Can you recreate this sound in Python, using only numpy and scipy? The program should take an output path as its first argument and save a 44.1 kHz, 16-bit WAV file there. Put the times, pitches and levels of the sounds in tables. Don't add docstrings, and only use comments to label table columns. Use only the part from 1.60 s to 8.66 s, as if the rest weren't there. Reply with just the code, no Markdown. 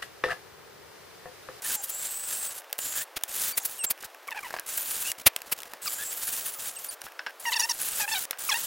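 import sys
import numpy as np
from scipy import signal
from scipy.fft import rfft, irfft, next_fast_len
from scipy.io import wavfile
from scipy.ndimage import map_coordinates

SR = 44100
rng = np.random.default_rng(int(sys.argv[2]) if len(sys.argv) > 2 else 0)


def store_pcm(level_fs):
    pcm = np.round(np.clip(level_fs, -1, 1) * 32767).astype(np.int16)
    wavfile.write(sys.argv[1], SR, np.atleast_2d(pcm).T)


N = 311542
TOP_HZ = 15950

# f/Hz, width/Hz, level/dB
CASTING = [(720, 380, -2), (1610, 140, 12.5), (2820, 770, -3.5), (4350, 580, -8), (5320, 400, -6)]
# t/s, length/s, slip rate f/Hz, ring f/Hz, level/dB of the ring
LOCKS = [(0.161, 0.058, 816, 7400, -41), (1.926, 0.026, 2310, 4720, -43), (2.008, 0.025, 816, 6900, -44.5),
         (2.189, 0.05, 2755, 8300, -35), (2.264, 0.03, 7540, 7500, -34.5),
         (4.953, 0.0349, 1230, 15000, -45), (5.162, 0.02, 2766, 8280, -39),
         (5.287, 0.018, 4710, 9400, -34.5)]


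def amp(db):
    return 10 ** (np.asarray(db) / 20)


def unit(x):
    return x / np.sqrt(np.mean(x ** 2) + 1e-20)


def along(points, hz):
    f, db = np.transpose(points)
    return amp(np.interp(np.log(hz + 1), np.log(f), db))


def wobble(rate, size=N):
    knots = rng.standard_normal(4096)
    return map_coordinates(knots, [np.arange(size) * rate / SR], mode="wrap")


def filtered(x, response):
    m = next_fast_len(len(x) + SR // 4)
    spectrum = rfft(x, m) * response(np.fft.rfftfreq(m, 1 / SR))
    return irfft(spectrum, m)[:len(x)]


def coloured(x, spectrum):
    return unit(filtered(x, lambda hz: along(spectrum, hz)))


def add(track, s, sound):
    start = max(round(s * SR), 0)
    track[start:start + len(sound)] += sound[:max(len(track) - start, 0)]


def gate(length, attack=0.0015, release=0.0011):
    t = np.arange(int(length * SR)) / SR
    return t, np.clip(np.minimum(t / attack, (length - t) / release), 0, 1)


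def phase_of(hz):
    return 2 * np.pi * np.cumsum(hz) / SR


def casting(x, modes=CASTING):
    def response(f):
        total = 0
        for k, (centre, width, db) in enumerate(modes):
            damping = 1j * f * width
            total = total + (-1) ** k * amp(db) * damping / (centre * centre - f * f + damping)
        return total
    return filtered(x, response)


def crack(t, t60, tail_db):
    decay = amp(-60 * t / t60) + amp(tail_db - 60 * t / 0.13)
    burst = rng.standard_normal(len(t)) * decay
    return burst / np.abs(burst).max()


def tightness():
    # t/s of the middle, length/s, change/dB
    binds = [(0.101, 0.17, 9.5), (0.452, 0.073, 5), (0.716, 0.18, 6.5), (0.827, .13, 3.5),
             (0.94, 0.074, -7), (1.847, 0.3, 13.5), (1.942, 0.13, -7), (4.623, 0.052, 6),
             (4.761, 0.27, 4.5), (4.894, 0.047, 6), (5.076, .12, 7.5), (5.151, 0.15, -6),
             (5.194, 0.023, 6.5), (5.248, 0.023, 8.5), (5.921, 0.047, 12.5), (6.285, 0.26, 5.5),
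             (6.395, 0.12, 8), (6.469, 0.066, -9.5)]
    tight_db = np.zeros(N)
    for s, length, db in binds:
        add(tight_db, s - length / 2, db * np.hanning(int(length * SR)))
    return tight_db


def air():
    # f/Hz, relative level/dB per Hz
    air_spectrum = [(140, -63), (300, -11), (560, -1), (1600, -5.5), (2500, -11), (8000, -21.5)]
    return amp(-51.0) * coloured(rng.standard_normal(N), air_spectrum)


def garage(x):
    t = np.arange(SR // 2) / SR
    decay = amp(-60 * t / 0.12)
    tail = coloured(rng.standard_normal(len(t)), [(100, -6), (1500, 10), (12000, -16)]) * decay
    return signal.fftconvolve(x, tail / np.linalg.norm(tail))[:N]


def grip():
    # t/s, length/s, level/dB before the fluctuation
    grips = [(2.379, 0.11, -43), (2.658, 0.44, -49.5), (3.569, 0.066, -41.5), (3.678, 0.57, -51),
             (5.388, 0.13, -48.5)]
    touch = np.zeros(N)
    for s, length, db in grips:
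        add(touch, s, amp(db) * np.hanning(int(length * SR)))
    return touch * amp(9 * np.tanh(wobble(150))) * unit(rng.standard_normal(N))


def swarf():
    chance, size = rng.random(N), rng.standard_normal(N)
    impulses = (chance < 55 / SR) * amp(9 * np.tanh(size))
    one_tick = crack(np.arange(SR // 100) / SR, t60=.003, tail_db=-60)
    ticks = signal.fftconvolve(impulses, one_tick)[:N]
    return amp(-36.5) * ticks + amp(-31) * casting(ticks)


def blows(contacts, modes):
    out, t = np.zeros(N), np.arange(SR // 20) / SR
    for s, db in contacts:
        ring = casting(crack(t, t60=.012, tail_db=-13), modes)
        add(out, s, amp(db) * ring / np.abs(ring).max())
    return out


def thuds():
    # t/s, peak level/dB
    rocks = [(2.907, -25), (2.927, -32), (2.94, -18.5), (2.965, -22.5), (4.135, -25.5)]
    # f/Hz, width/Hz, level/dB
    support = [(720, 820, 12)]
    return blows(rocks, CASTING[1:] + support)


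def knocks():
    # t/s, peak level/dB
    taps = [(2.435, -30), (2.987, -22), (3.178, -24), (5.466, -29.5), (5.592, -22), (5.595, -27),
            (5.664, -21), (5.668, -21), (6.73, -25.5)]
    return blows(taps, CASTING)


def clicks():
    # t/s, peak level/dB of the snap before filtering
    contacts = [(.98, -24), (1.1277, -10.5), (1.1886, -11), (1.6356, -8), (2.677, -23), (2.707, -22),
                (2.9958, -15), (3.5165, -11), (3.7624, -7.5), (3.818, -18), (3.988, -21), (4.003, -25),
                (4.019, -22), (4.032, -20.5), (4.135, -22), (5.4165, -19), (6.652, -19), (6.7086, -11)]
    snap, t = np.zeros(N), np.arange(SR // 20) / SR
    for s, db in contacts:
        add(snap, s + 0.00082, amp(db) * crack(t, t60=0.0068, tail_db=-31.0))
    corner_hz = 900
    direct = filtered(snap, lambda hz: 1j * hz / (1j * hz + corner_hz))
    return direct + amp(-6.0) * casting(snap)


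def slips():
    # t/s of the peak, hiss level/dB, body level/dB, both before the swell
    rasps = [(0.152, -24.5, -38.5), (0.241, -27.5, -49), (.299, -28, -47), (1.57, -33.5, -29),
             (1.979, -19, -29.5), (2.056, -22, -38), (2.245, -20.5, -30.5), (2.309, -19, -30.5),
             (3.178, -24.5, -55), (3.67, -9.5, -13.5), (3.925, -20.5, -26.5)]
    # f/Hz, relative level/dB per Hz
    hiss_spectrum = [(2500, -20.5), (11000, 1.5), (16000, -0.5)]
    body_spectrum = [(200, -6), (900, -3.5), (2700, 1.5), (4500, -0.5), (8000, -10)]
    hiss, body, t = np.zeros(N), np.zeros(N), np.arange(SR // 10) / SR
    middle = t.mean()
    width = np.where(t < middle, .0045, .006)
    swell = 1.07 * np.exp(-.5 * ((t - middle) / width) ** 2)
    for s, hiss_db, body_db in rasps:
        add(hiss, s - middle, amp(hiss_db) * swell)
        add(body, s - middle, amp(body_db) * swell)
    hiss = hiss * coloured(rng.standard_normal(N), hiss_spectrum)
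    return hiss + body * coloured(rng.standard_normal(N), body_spectrum)


def stick_slip(pitch, edge_hz, upper_gain=0):
    # f/Hz, level/dB
    body_response = [(900, -3.5), (1800, -2), (2700, -4), (3600, -26)]
    k = np.arange(1, 15)[:, None]
    flare = amp(3.2 * np.array([wobble(110, len(pitch)) for _ in k]))
    phase = k * phase_of(pitch) + 0.3 * rng.standard_normal(k.shape)
    overtones = flare * np.sin(phase) * (k * pitch < TOP_HZ)

    def mode(ratio):
        return np.hypot(k * pitch / ratio - edge_hz, 380) ** -1.3

    resonance = mode(1) + upper_gain * mode(1.85)
    body = unit(np.sum(overtones * along(body_response, k * pitch), axis=0))
    ring = unit(np.sum(overtones * resonance, axis=0))
    return body, ring


def squeaks():
    # t/s, length/s, starting f/Hz, settled f/Hz, body level/dB, peak ring level/dB,
    # f/Hz the ring is driven towards (lowered by the arch and the cap below)
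    bursts = [(2.682, 0.011, 1120, 1010, -32.5, -64, 2600), (2.712, 0.025, 1006, 796, -37, -43, 2650),
              (2.746, 0.034, 767, 900, -40, -52, 1900), (2.763, 0.038, 960, 775, -38.5, -45, 2580),
              (2.829, 0.049, 1280, 890, -39, -60, 1920), (4.259, 0.03, 1454, 1094, -37.5, -31.5, 5380),
              (5.853, 0.05, 1015, 906, -29.5, -37, 6940), (5.919, 0.033, 1040, 848, -36, -25.5, 4160),
              (5.952, 0.03, 1016, 855, -33, -28, 5400), (5.992, 0.028, 926, 933, -35, -22.5, 7800),
              (6.015, 0.047, 880, 917, -32.5, -29.5, 8060), (6.089, 0.036, 1114, 850, -36.5, -24, 8260),
              (6.398, 0.06, 908, 820, -34, -39, 6100), (6.477, 0.0186, 858, 906, -32, -61, 3260),
              (6.514, 0.031, 867, 910, -34, -28, 5400), (6.54, 0.049, 850, 744, -38, -32.5, 3860),
              (6.889, 0.02, 1365, 837, -29, -25.5, 6800), (6.909, 0.027, 946, 792, -33.5, -25.5, 3590),
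              (6.94, 0.034, 820, 993, -32.5, -32.5, 4200)]
    settle_s, ring_arch = 0.016, 0.71
    edge_mode_hz = 5720
    grit_spectrum = [(300, -30), (1700, 14), (14000, -7)]
    out = np.zeros(N)
    for s, length, first_hz, last_hz, body_db, ring_db, ring_hz in bursts:
        light = np.clip(amp(-33 - body_db), .7, 2)
        t, envelope = gate(length, release=0.0026 * light ** 2)
        rough = light ** 1.4 + 2 * np.exp(-t / .005)
        jitter = .013 * wobble(90, len(t)) + .018 * rough * wobble(900, len(t))
        glide = last_hz + (first_hz - last_hz) * np.exp(-t / settle_s)
        pitch = glide * (1 + jitter)
        swell = np.sin(np.pi * t / length)
        edge_hz = np.minimum(ring_hz * (1 - ring_arch * (1 - swell)), edge_mode_hz)
        body, ring = stick_slip(pitch, edge_hz, 0.11 * ring_hz / edge_mode_hz)
        pulses = 1 + np.cos(phase_of(pitch))
        grit = coloured(rng.standard_normal(len(t)) * pulses, grit_spectrum)
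        chatter = unit(amp(1.1 * rough * wobble(300, len(t))))
        voice = amp(body_db) * (body + amp(-24) * rough * grit) + amp(ring_db) * swell * ring
        add(out, s, envelope * chatter * voice)
    return out


def locks():
    sag = 0.137
    out = np.zeros(N)
    for s, length, slip_hz, ring_hz, db in LOCKS:
        t, envelope = gate(length)
        rate = slip_hz * (1 + .007 * wobble(600, len(t)))
        ring = stick_slip(rate, ring_hz)[1]
        body = unit(np.sin(phase_of(rate * (1 + sag * (.5 - t / length)))))
        add(out, s, amp(db) * envelope * (ring + amp(-9.5) * body))
    return out


def squeals():
    # t/s, length/s, first f/Hz, last f/Hz, level/dB
    glides = [(0.039, 0.029, 1543, 1840, -41), (0.092, 0.02, 1880, 1410, -39),
              (1.347, 0.092, 1588, 1940, -43.5), (3.164, 0.25, 14000, 13410, -41),
              (3.444, 0.074, 2630, 2890, -38.5), (4.379, 0.062, 1590, 1734, -40.5),
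              (4.55, 0.25, 14400, 13900, -43)]
    out = np.zeros(N)
    for s, length, first_hz, last_hz, db in glides:
        t, envelope = gate(length, attack=0.0094, release=0.0066)
        drift = 70 * wobble(866, len(t)) + 55 * wobble(62.0, len(t))
        phase = phase_of(np.linspace(first_hz, last_hz, len(t)) + drift)
        flicker = amp(3 * wobble(70, len(t)))
        octave = amp(-10) * np.sin(2 * phase) * (2 * first_hz < TOP_HZ)
        add(out, s, amp(db) * envelope * unit(flicker * (np.sin(phase) + octave)))
    return out


def whistles():
    # t/s, length/s, upper mode's first, middle and last f/Hz, level/dB before the wobble
    songs = [(0.307, 0.62, 7760, 8400, 8400, -38.5), (1.199, 0.23, 7700, 7500, 7550, -40.5),
             (4.217, 0.2, 8570, 7700, 7430, -42.5), (4.426, 0.11, 8230, 7950, 8570, -39)]
    tight_db = tightness()
    split_hz = 560 + 77 * np.maximum(tight_db, 0)
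    out = np.zeros(N)
    for s, length, first_hz, middle_hz, last_hz, db in songs:
        t, envelope = gate(length, attack=0.0055, release=0.036)
        curve = np.polyfit([0, .5, 1], [first_hz, middle_hz, last_hz], 2)
        high_hz = np.polyval(curve, t / length)
        low_hz = high_hz - split_hz[int(s * SR):][:len(t)]
        low = phase_of(low_hz + 95 * wobble(830, len(t)))
        high = phase_of(high_hz + 95 * wobble(830, len(t)))
        tone = np.sin(low) + np.sin(high) + amp(-7.5) * np.sin(2 * low)
        level = amp(db + 1.6 * wobble(59.6, len(t)))
        add(out, s, level * envelope * unit(tone))
    return out * amp(np.minimum(tight_db, 0))


def contact_pressure():
    # start t/s, end t/s, level/dB at the start and at the end, before tightness
    strokes = [(0.019, 1.014, -40, -41), (1.181, 1.447, -37.5, -32), (1.679, 2.219, -41, -43.5),
               (3.06, 3.535, -38, -32), (4.217, 5.355, -37, -42), (5.796, 6.657, -44.5, -32.5),
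               (6.785, 7.079, -37.5, -32.5)]
    pressure = np.zeros(N)
    for start, end, first_db, last_db in strokes:
        t, envelope = gate(end - start, attack=0.0018, release=0.027)
        add(pressure, start, envelope * amp(np.linspace(first_db, last_db, len(t))))
    return pressure * amp(tightness())


def sliding():
    drop_db = np.zeros(N)
    for s, length, *_ in LOCKS:
        add(drop_db, s, -8 * gate(length)[1])
    return amp(drop_db)


def scrape(streak_db, fall_hz_per_s):
    hz, t, z = signal.stft(rng.standard_normal(N), SR, nperseg=256)
    braking = np.interp(t * SR, np.arange(N), amp(tightness()) - 1 + wobble(30))
    slant = hz[:, None] + fall_hz_per_s * np.cumsum(braking * t[1])
    place = [slant / 330 % 511, np.broadcast_to(t / .016, z.shape)]
    ridges = map_coordinates(rng.standard_normal((512, 512)), place)
    return signal.istft(z * amp(streak_db * np.tanh(ridges)), nperseg=256)[1][:N]


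def rubbing():
    # f/Hz, relative level/dB per Hz
    grind_spectrum = [(30, -10.5), (700, -10), (1650, -0.5), (2100, -5), (3000, -1), (5500, -2),
                      (7300, 3.5), (15500, -8)]
    fizz_spectrum = [(6000, -23.5), (8600, -6.5), (10800, -2), (13000, -6), (15500, -3.5)]
    tremble_db = 2.2 * wobble(45) + 1.75 * wobble(300)
    effort = contact_pressure() * amp(tremble_db)
    grind = coloured(rng.standard_normal(N), grind_spectrum)
    fizz = coloured(scrape(streak_db=17, fall_hz_per_s=45000), fizz_spectrum)
    return effort * (amp(-1.82) * grind + amp(1.7) * fizz)


def scene():
    tool = sliding() * rubbing() + locks() + whistles() + squeals() + squeaks() + slips() + clicks()
    tool = tool + knocks() + thuds() + swarf() + grip()
    return np.tile(tool + amp(-27.5) * garage(tool) + air(), (2, 1))


def record(dry):
    return np.array([filtered(channel, lambda hz: hz < TOP_HZ) for channel in dry])


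dry = scene()
out = record(dry)
store_pcm(out)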